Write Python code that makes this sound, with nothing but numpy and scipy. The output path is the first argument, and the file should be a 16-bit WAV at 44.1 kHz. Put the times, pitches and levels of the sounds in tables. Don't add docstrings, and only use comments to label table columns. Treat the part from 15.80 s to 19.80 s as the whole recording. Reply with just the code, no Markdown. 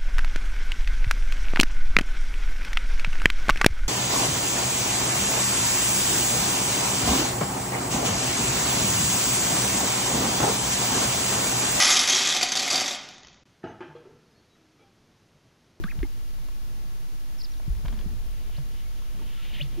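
import sys
import numpy as np
from scipy import signal
from scipy.fft import rfft, irfft
from scipy.io import wavfile
from scipy.ndimage import uniform_filter1d

SR = 44100
rng = np.random.default_rng(int(sys.argv[2]) if len(sys.argv) > 2 else 0)


def store_wav(level_fs):
    pcm = np.round(np.clip(np.atleast_2d(level_fs), -1, 1) * 32767)
    wavfile.write(sys.argv[1], SR, pcm.T.astype(np.int16))


N = 176400
TIME_S = np.arange(N) / SR


def amp(db):
    return 10 ** (np.asarray(db) / 20)


def unit(x):
    return x / np.sqrt(np.mean(x ** 2) + 1e-20)


def curve(points, left=None, right=None):
    times_s, values = np.transpose(points)
    return np.interp(TIME_S, times_s, values, left=left, right=right)


def at_hz(points, hz):
    table_hz, values = np.transpose(points)
    return np.interp(np.log(hz + 1), np.log(table_hz), values)


def drift(rate_hz):
    r = np.exp(-2 * np.pi * rate_hz / SR)
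    noise = rng.standard_normal(N + SR)
    return unit(signal.lfilter([1], [1, -2 * r, r * r], noise)[SR:])


def coloured(db_of_hz):
    hz = np.arange(N // 2 + 1) * SR / N
    return irfft(rfft(rng.standard_normal(N)) * amp(db_of_hz(hz)), N)


def filtered(x, order, hz, kind="low"):
    return signal.lfilter(*signal.butter(order, hz, kind, fs=SR), x)


def ring(x, hz, t60_s):
    r = amp(-60 / (t60_s * SR))
    w = 2 * np.pi * hz / SR
    return signal.lfilter([0, np.sin(w)], [1, -2 * r * np.cos(w), r * r], x + 1e-18)


def glide(rows, rough=0, width_hz=100):
    times_s, hz, db = np.transpose(rows)
    edge = np.clip(np.minimum(TIME_S - times_s[0], times_s[-1] - TIME_S) / .002, 0, 1)
    pitch_hz = uniform_filter1d(np.interp(TIME_S, times_s, hz), size=90)
    wave = np.exp(2j * np.pi * np.cumsum(pitch_hz) / SR)
    if rough:
        rough = min(rough, 1)
        noise = drift(width_hz) + 1j * drift(width_hz)
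        wave = wave * (np.sqrt(1 - rough) + np.sqrt(rough / 2) * noise)
    return np.sqrt(2) * wave.real * edge * amp(np.interp(TIME_S, times_s, db))


def tones(rows):
    out = np.zeros(N + SR)
    t = np.arange(SR // 3) / SR
    for start_s, rise_s, fall_s, start_hz, end_hz, peak_db in rows:
        rise = np.sin(np.pi / 2 * t / rise_s) ** 2
        fall = np.exp(-((t - rise_s) / fall_s) ** 2)
        shape = np.where(t < rise_s, rise, fall)
        hz = end_hz + (start_hz - end_hz) * np.clip(1 - t / (rise_s + 2 * fall_s), 0, 1)
        wave = amp(peak_db) * shape * np.sin(2 * np.pi * np.cumsum(hz) / SR)
        i = int(start_s * SR)
        out[max(i, 0):i + len(t)] += wave[max(-i, 0):]
    return out[:N]


def knocks(events, modes, burst_s):
    out = np.zeros(N)
    size = int(2 * burst_s * SR) + 1
    fade = np.exp(-np.arange(size) / (burst_s * SR)) / np.sqrt(size)
    for hz, mode_db, t60_s in modes:
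        strikes = np.zeros(N)
        luck = rng.standard_normal((len(events), size + 1))
        for (start_s, event_db, tilt_db), draw in zip(events, luck):
            i = int(start_s * SR)
            strike_db = event_db + mode_db - 5.5 + tilt_db * np.log2(hz / 2000) + 1.8 * draw[0]
            strikes[i:i + size] = amp(strike_db) * draw[1:] * fade
        out += ring(strikes, hz, t60_s)
    return out


# pitch_hz [Hz], relative_level_db [dB per Hz]
AIR_SPECTRUM = [(80, -2.5), (119, -0.5), (189, -3.5), (257, -7), (290, -7.5), (330, -8.5), (420, -11.5),
                (521, -13), (1150, -17.5), (2500, -19), (5000, -20.5), (6800, -23), (7500, -26.5),
                (8000, -32.5), (8700, -26), (10000, -23), (12500, -23.5), (14300, -25.5), (15400, -31),
                (15800, -31.5)]
# pitch_hz [Hz], side_minus_mid_db [dB]
AIR_WIDTH = [(20, -30), (40, -22), (90, -22), (180, -17), (380, -9), (700, -3.5), (1290, -2.5),
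             (2380, -2.5), (4400, -2.2), (8120, -1.2), (15000, -1.2)]
AIR_DB = -51


def air_noise():
    def spectrum(hz):
        return at_hz([(40, -38)] + list(AIR_SPECTRUM), hz)

    mid = coloured(spectrum)
    side = coloured(lambda hz: spectrum(hz) + at_hz(AIR_WIDTH, hz))
    gain = amp(AIR_DB) / np.std(mid)
    return gain * (mid + side * [[1], [-1]]), gain * mid


# time_s [s], gain_db [dB]
MURMUR_GAIN = [(0, 7.5), (.3, -1.5), (.8, 0), (1.18, 0.5), (1.31, -0.5), (1.6, -4.5), (1.85, -2.5),
               (2.05, 5), (2.3, 6), (2.5, 2), (2.85, 3), (3.05, 1), (3.3, -1), (3.42, 7.5), (3.6, -1),
               (3.75, 6), (4, 5)]
MURMUR_WAVER_DB, MURMUR_HZ = 2.34, 404


def murmur(mid):
    low = signal.filtfilt(*signal.butter(1, MURMUR_HZ, fs=SR), mid)
    gain = amp(curve(MURMUR_GAIN) + MURMUR_WAVER_DB * drift(8.2))
    return low * (gain - 1)


HUM_HZ, HUM_DB, HUM_END_S = 292.6, -61.5, 2.3


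def hum():
    level = amp(HUM_DB + 0.98 * drift(8.3))
    wave = np.sin(2 * np.pi * HUM_HZ * TIME_S + 1.2 * drift(4.4))
    return level * wave * np.clip((HUM_END_S - TIME_S) / 0.26, 0, 1)


# pitch_hz [Hz], level_db [dB rms]
WHINE_TONES = [(15552, -88), (15617, -85), (15676, -80), (15735, -87)]


def whine():
    return sum(np.sqrt(2) * amp(db) * np.sin(2 * np.pi * hz * TIME_S) for hz, db in WHINE_TONES)


def air():
    both, mid = air_noise()
    return both + murmur(mid) + whine() + hum()


# time_s [s], level_db [dB]
WIND_LEVEL = [(0, -39.5), (.35, -44), (.6, -40.5), (1.0, -44.5), (1.4, -46), (1.851, -40.5), (1.95, -33.5),
              (2.15, -34.5), (2.3, -29.5), (2.45, -33), (2.6, -40), (2.7, -35), (2.9, -42.5), (3.2, -41.5),
              (3.6, -43.5), (3.85, -40.5), (4, -44)]
# pitch_hz [Hz], relative_level_db [dB per Hz]
WIND_SPECTRUM = [(6, -14), (11, 1), (15, 0), (21, -13), (28, -7), (36, 1), (45, -6), (60, -11), (90, -22),
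                 (150, -38)]
WIND_WANDER_DB = .5


def wind():
    spectrum = [(2, -40)] + list(WIND_SPECTRUM) + [(300, -80)]
    rumble = coloured(lambda hz: at_hz(spectrum, hz))
    power = uniform_filter1d(uniform_filter1d(rumble ** 2, size=6000), size=6000)
    even = unit(rumble / np.sqrt(power))
    return even * amp(curve(WIND_LEVEL) + WIND_WANDER_DB * drift(7.3))


# start_s [s], rise_s [s], fall_s [s], start_hz [Hz], end_hz [Hz], peak_db [dB]
FAR_BIRD_NOTES = [(2.115, 0.021, 0.022, 219, 237, -39), (2.165, .02, .01, 212, 214, -39.5),
                  (3.05, .012, .012, 2210, 2150, -55.5), (3.39, 0.0048, 0.0034, 1140, 1150, -49),
                  (3.412, .01, 0.0048, 880, 950, -48), (3.57, .02, 0.024, 1370, 1310, -51.5)]


def far_birds():
    return tones(FAR_BIRD_NOTES)


# time_s [s], pitch_hz [Hz], level_db [dB rms]
LARK_NOTES = [
    [(1.581, 5600, -60), (1.587, 5250, -52), (1.590, 5600, -53), (1.597, 4900, -50), (1.604, 5600, -47),
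     (1.610, 4200, -47), (1.616, 5150, -42), (1.619, 4900, -39.5), (1.622, 3500, -47)],
    [(1.632, 5750, -56), (1.636, 5550, -44), (1.641, 5280, -48), (1.646, 5050, -38), (1.655, 4350, -48),
     (1.660, 3100, -50)],
    [(1.706, 5650, -66), (1.712, 5600, -57), (1.716, 5650, -60), (1.721, 5750, -47.5), (1.727, 5700, -66)],
    [(1.733, 5300, -58), (1.737, 4200, -53), (1.741, 3430, -54), (1.745, 2900, -68)],
    [(1.769, 3600, -66), (1.772, 3850, -53), (1.775, 4200, -66)],
    [(1.777, 5700, -66), (1.781, 5800, -50), (1.786, 5900, -66)],
]


def lark():
    return sum(glide(note) for note in LARK_NOTES)


# start_s [s], knock_strength_db [dB], knock_hz [Hz], sway_peak_db [dB], sway_hz [Hz]
MOUNT_BUMPS = [(.186, -24, 140, -22.5, 45.3), (1.879, -20, 146, -19.5, 49.6),
               (1.945, -48, 140, -27.5, 51.7), (2.045, -22.5, 137, -23, 41.2),
               (2.260, -24.5, 190, -29, 36.7)]
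BUMP_T60_S = .045
SWAY_LAG_S, SWAY_RISE_S, SWAY_FALL_S = 0.0112, 0.022, .03


def bumps():
    out = tones([(start_s + SWAY_LAG_S, SWAY_RISE_S, SWAY_FALL_S, sway_hz, sway_hz, sway_db)
                 for start_s, _, _, sway_db, sway_hz in MOUNT_BUMPS])
    for start_s, knock_db, knock_hz, _, _ in MOUNT_BUMPS:
        click = np.zeros(N)
        click[int(start_s * SR)] = -amp(knock_db)
        out += ring(filtered(click, 2, 2 * knock_hz), knock_hz, BUMP_T60_S)
    return out


# start_s [s], strength_db [dB], brightness [dB per octave]
CAMERA_CLICKS = [(.19, -35.5, 2), (.202, -41.5, -6), (.686, -38, -3), (1.799, -45.5, -8), (2.051, -35, -6),
                 (2.058, -28.5, 0), (2.082, -25.5, 1), (2.095, -40, -4), (2.125, -30.5, -1.8),
                 (2.138, -41, -3), (2.19, -31, 4), (2.211, -36, 6.5), (2.695, -49.5, -10.5),
                 (2.785, -48, -10), (3.22, -48.5, -10.5)]
# pitch_hz [Hz], relative_level_db [dB], t60_s [s to fall 60 dB]
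CAMERA_MODES = [(595, -2.5, .015), (1000, 6, 0.0087), (1650, 3, 0.0083), (2240, 0, 0.0088),
                (2640, -2, 0.0056), (3250, 5.5, 0.0086), (3950, -9, .008), (4800, -7.5, 0.0071)]


def camera_clicks():
    return knocks(CAMERA_CLICKS, CAMERA_MODES, burst_s=.004)


# time_s [s], level_db [dB]
RUSTLE_LEVEL = [(1.93, -80), (1.95, -56), (1.98, -72), (2.04, -67), (2.06, -56), (2.1, -61), (2.12, -58),
                (2.14, -58.5), (2.17, -63), (2.2, -56), (2.23, -67), (2.32, -66), (2.4, -80)]
RUSTLE_BAND_HZ, RUSTLE_PER_S = (400, 2160), 900


def rustle():
    grains = rng.standard_normal(N) * (rng.random(N) < RUSTLE_PER_S / SR)
    dull = unit(filtered(grains, 1, RUSTLE_BAND_HZ, "band"))
    return dull * amp(curve(RUSTLE_LEVEL, left=-120, right=-120))


# time_s [s], level_db [dB rms]
SWISH_LEVEL = [(2.3, -70), (2.55, -63), (2.64, -60.5), (2.7, -63), (2.75, -53), (2.79, -58.5), (2.82, -72),
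               (2.92, -61), (2.98, -57.5), (3.03, -57), (3.07, -76), (3.18, -59.5), (3.27, -64),
               (3.4, -60.5), (3.5, -54.5), (3.58, -52.5), (3.66, -47), (3.71, -50), (3.76, -42),
               (3.8, -45.5), (3.85, -50), (3.875, -63), (3.93, -57.5), (4, -55.5)]
# pitch_hz [Hz], width_hz [Hz], relative_level_db [dB]
FEATHER_MODES = [(1900, 720, -2.5), (2460, 620, 1.5), (3080, 300, 2), (3670, 410, -3.5),
                 (4600, 1400, -10.5)]
BRISTLES_PER_S = 9000


def swish():
    grains = rng.standard_normal(N) * (rng.random(N) < BRISTLES_PER_S / SR)
    body = np.zeros(N)
    for k, (hz, width_hz, db) in enumerate(FEATHER_MODES):
        resonance = unit(ring(grains, hz, 2.2 / width_hz))
        body += amp(db) * resonance * (-1) ** k
    return unit(body) * amp(curve(SWISH_LEVEL, left=-90))


# time_s [s], centre_hz [Hz], level_db [dB]
RASP_GLIDES = [
    [(2.745, 2500, -66), (2.76, 3230, -53), (2.772, 4520, -53), (2.78, 5600, -64)],
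    [(3.778, 1700, -57), (3.792, 1895, -49), (3.804, 2240, -41), (3.815, 3007, -30), (3.828, 4250, -45.5),
     (3.84, 5600, -64), (3.85, 6200, -64)],
]
RASP_ROUGH, RASP_WIDTH_HZ = .55, 160


def rasps():
    return sum(glide(rasp, RASP_ROUGH, RASP_WIDTH_HZ) for rasp in RASP_GLIDES)


# start_s [s], rise_s [s], fall_s [s], start_hz [Hz], end_hz [Hz], peak_db [dB]
SAC_NOTES = [(-.01, 0.0085, 0.016, 402, 249, -33), (.042, 0.0018, 0.014, 196, 170, -25),
             (.229, 0.0048, 0.0047, 306, 367, -21.5), (.243, 0.0057, .008, 310, 260, -34),
             (.247, .004, 0.006, 910, 750, -45), (.229, 0.0011, 0.0031, 2150, 2100, -36.5),
             (.236, 0.0033, 0.0075, 2096, 2160, -42), (2.78, 0.0058, 0.043, 144, 129, -31.5),
             (2.775, 0.0056, 0.01, 608, 523, -49.5), (3.79, 0.023, 0.0048, 602, 558, -42),
             (3.805, 0.02, 0.046, 147.3, 133, -31), (3.965, 0.026, .05, 344.5, 340, -32)]


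def sac_tones():
    return tones(SAC_NOTES)


# time_s [s], pitch_hz [Hz], level_db [dB rms]
WHISTLE_GLIDE = [(.046, 1120, -61), (.055, 1170, -46), (.075, 1463, -51), (.085, 1750, -42.5),
                 (.098, 2460, -52), (.107, 2657, -47), (.112, 2450, -42), (.119, 1810, -43),
                 (.127, 1087, -53), (.135, 750, -70)]


def whistle():
    return glide(WHISTLE_GLIDE)


# start_s [s], strength_db [dB], brightness [dB per octave]
SAC_POPS = [(.038, -16, -3.5), (.229, -25, -2)]
# pitch_hz [Hz], relative_level_db [dB], t60_s [s to fall 60 dB]
SAC_POP_MODES = [(1100, -6, .009), (1500, 0, .012), (1800, 0, .012), (2200, -5, .008), (2550, -4, .01),
                 (3100, -5, .008), (3600, -4, .008), (4300, -7, .006)]
SNAP_CUT_HZ = 850


def pops():
    return filtered(knocks(SAC_POPS, SAC_POP_MODES, burst_s=.003), 2, SNAP_CUT_HZ, "high")


ECHO_DB, ECHO_T60_S = -13, .08


def scatter(x):
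    t = np.arange(SR // 5) / SR
    tail = rng.standard_normal(len(t)) * amp(-60 * t / ECHO_T60_S) * (t > .003)
    tail /= np.sqrt(np.sum(tail ** 2))
    return x + amp(ECHO_DB) * signal.fftconvolve(x, tail)[:N]


def scene():
    background = air() + wind()
    camera = bumps() + camera_clicks() + rustle()
    echoing = scatter(lark() + rasps() + whistle() + pops())
    dry_birds = far_birds() + swish() + sac_tones()
    return background + camera + echoing + dry_birds


CUTOFF_HZ = 15760
OFFSET = .0357


def record(dry):
    steep = signal.ellip(12, .5, 70, CUTOFF_HZ, fs=SR, output="sos")
    return signal.sosfilt(steep, dry) + OFFSET * np.array([[-1], [1]])


dry = scene()
out = record(dry)
store_wav(out)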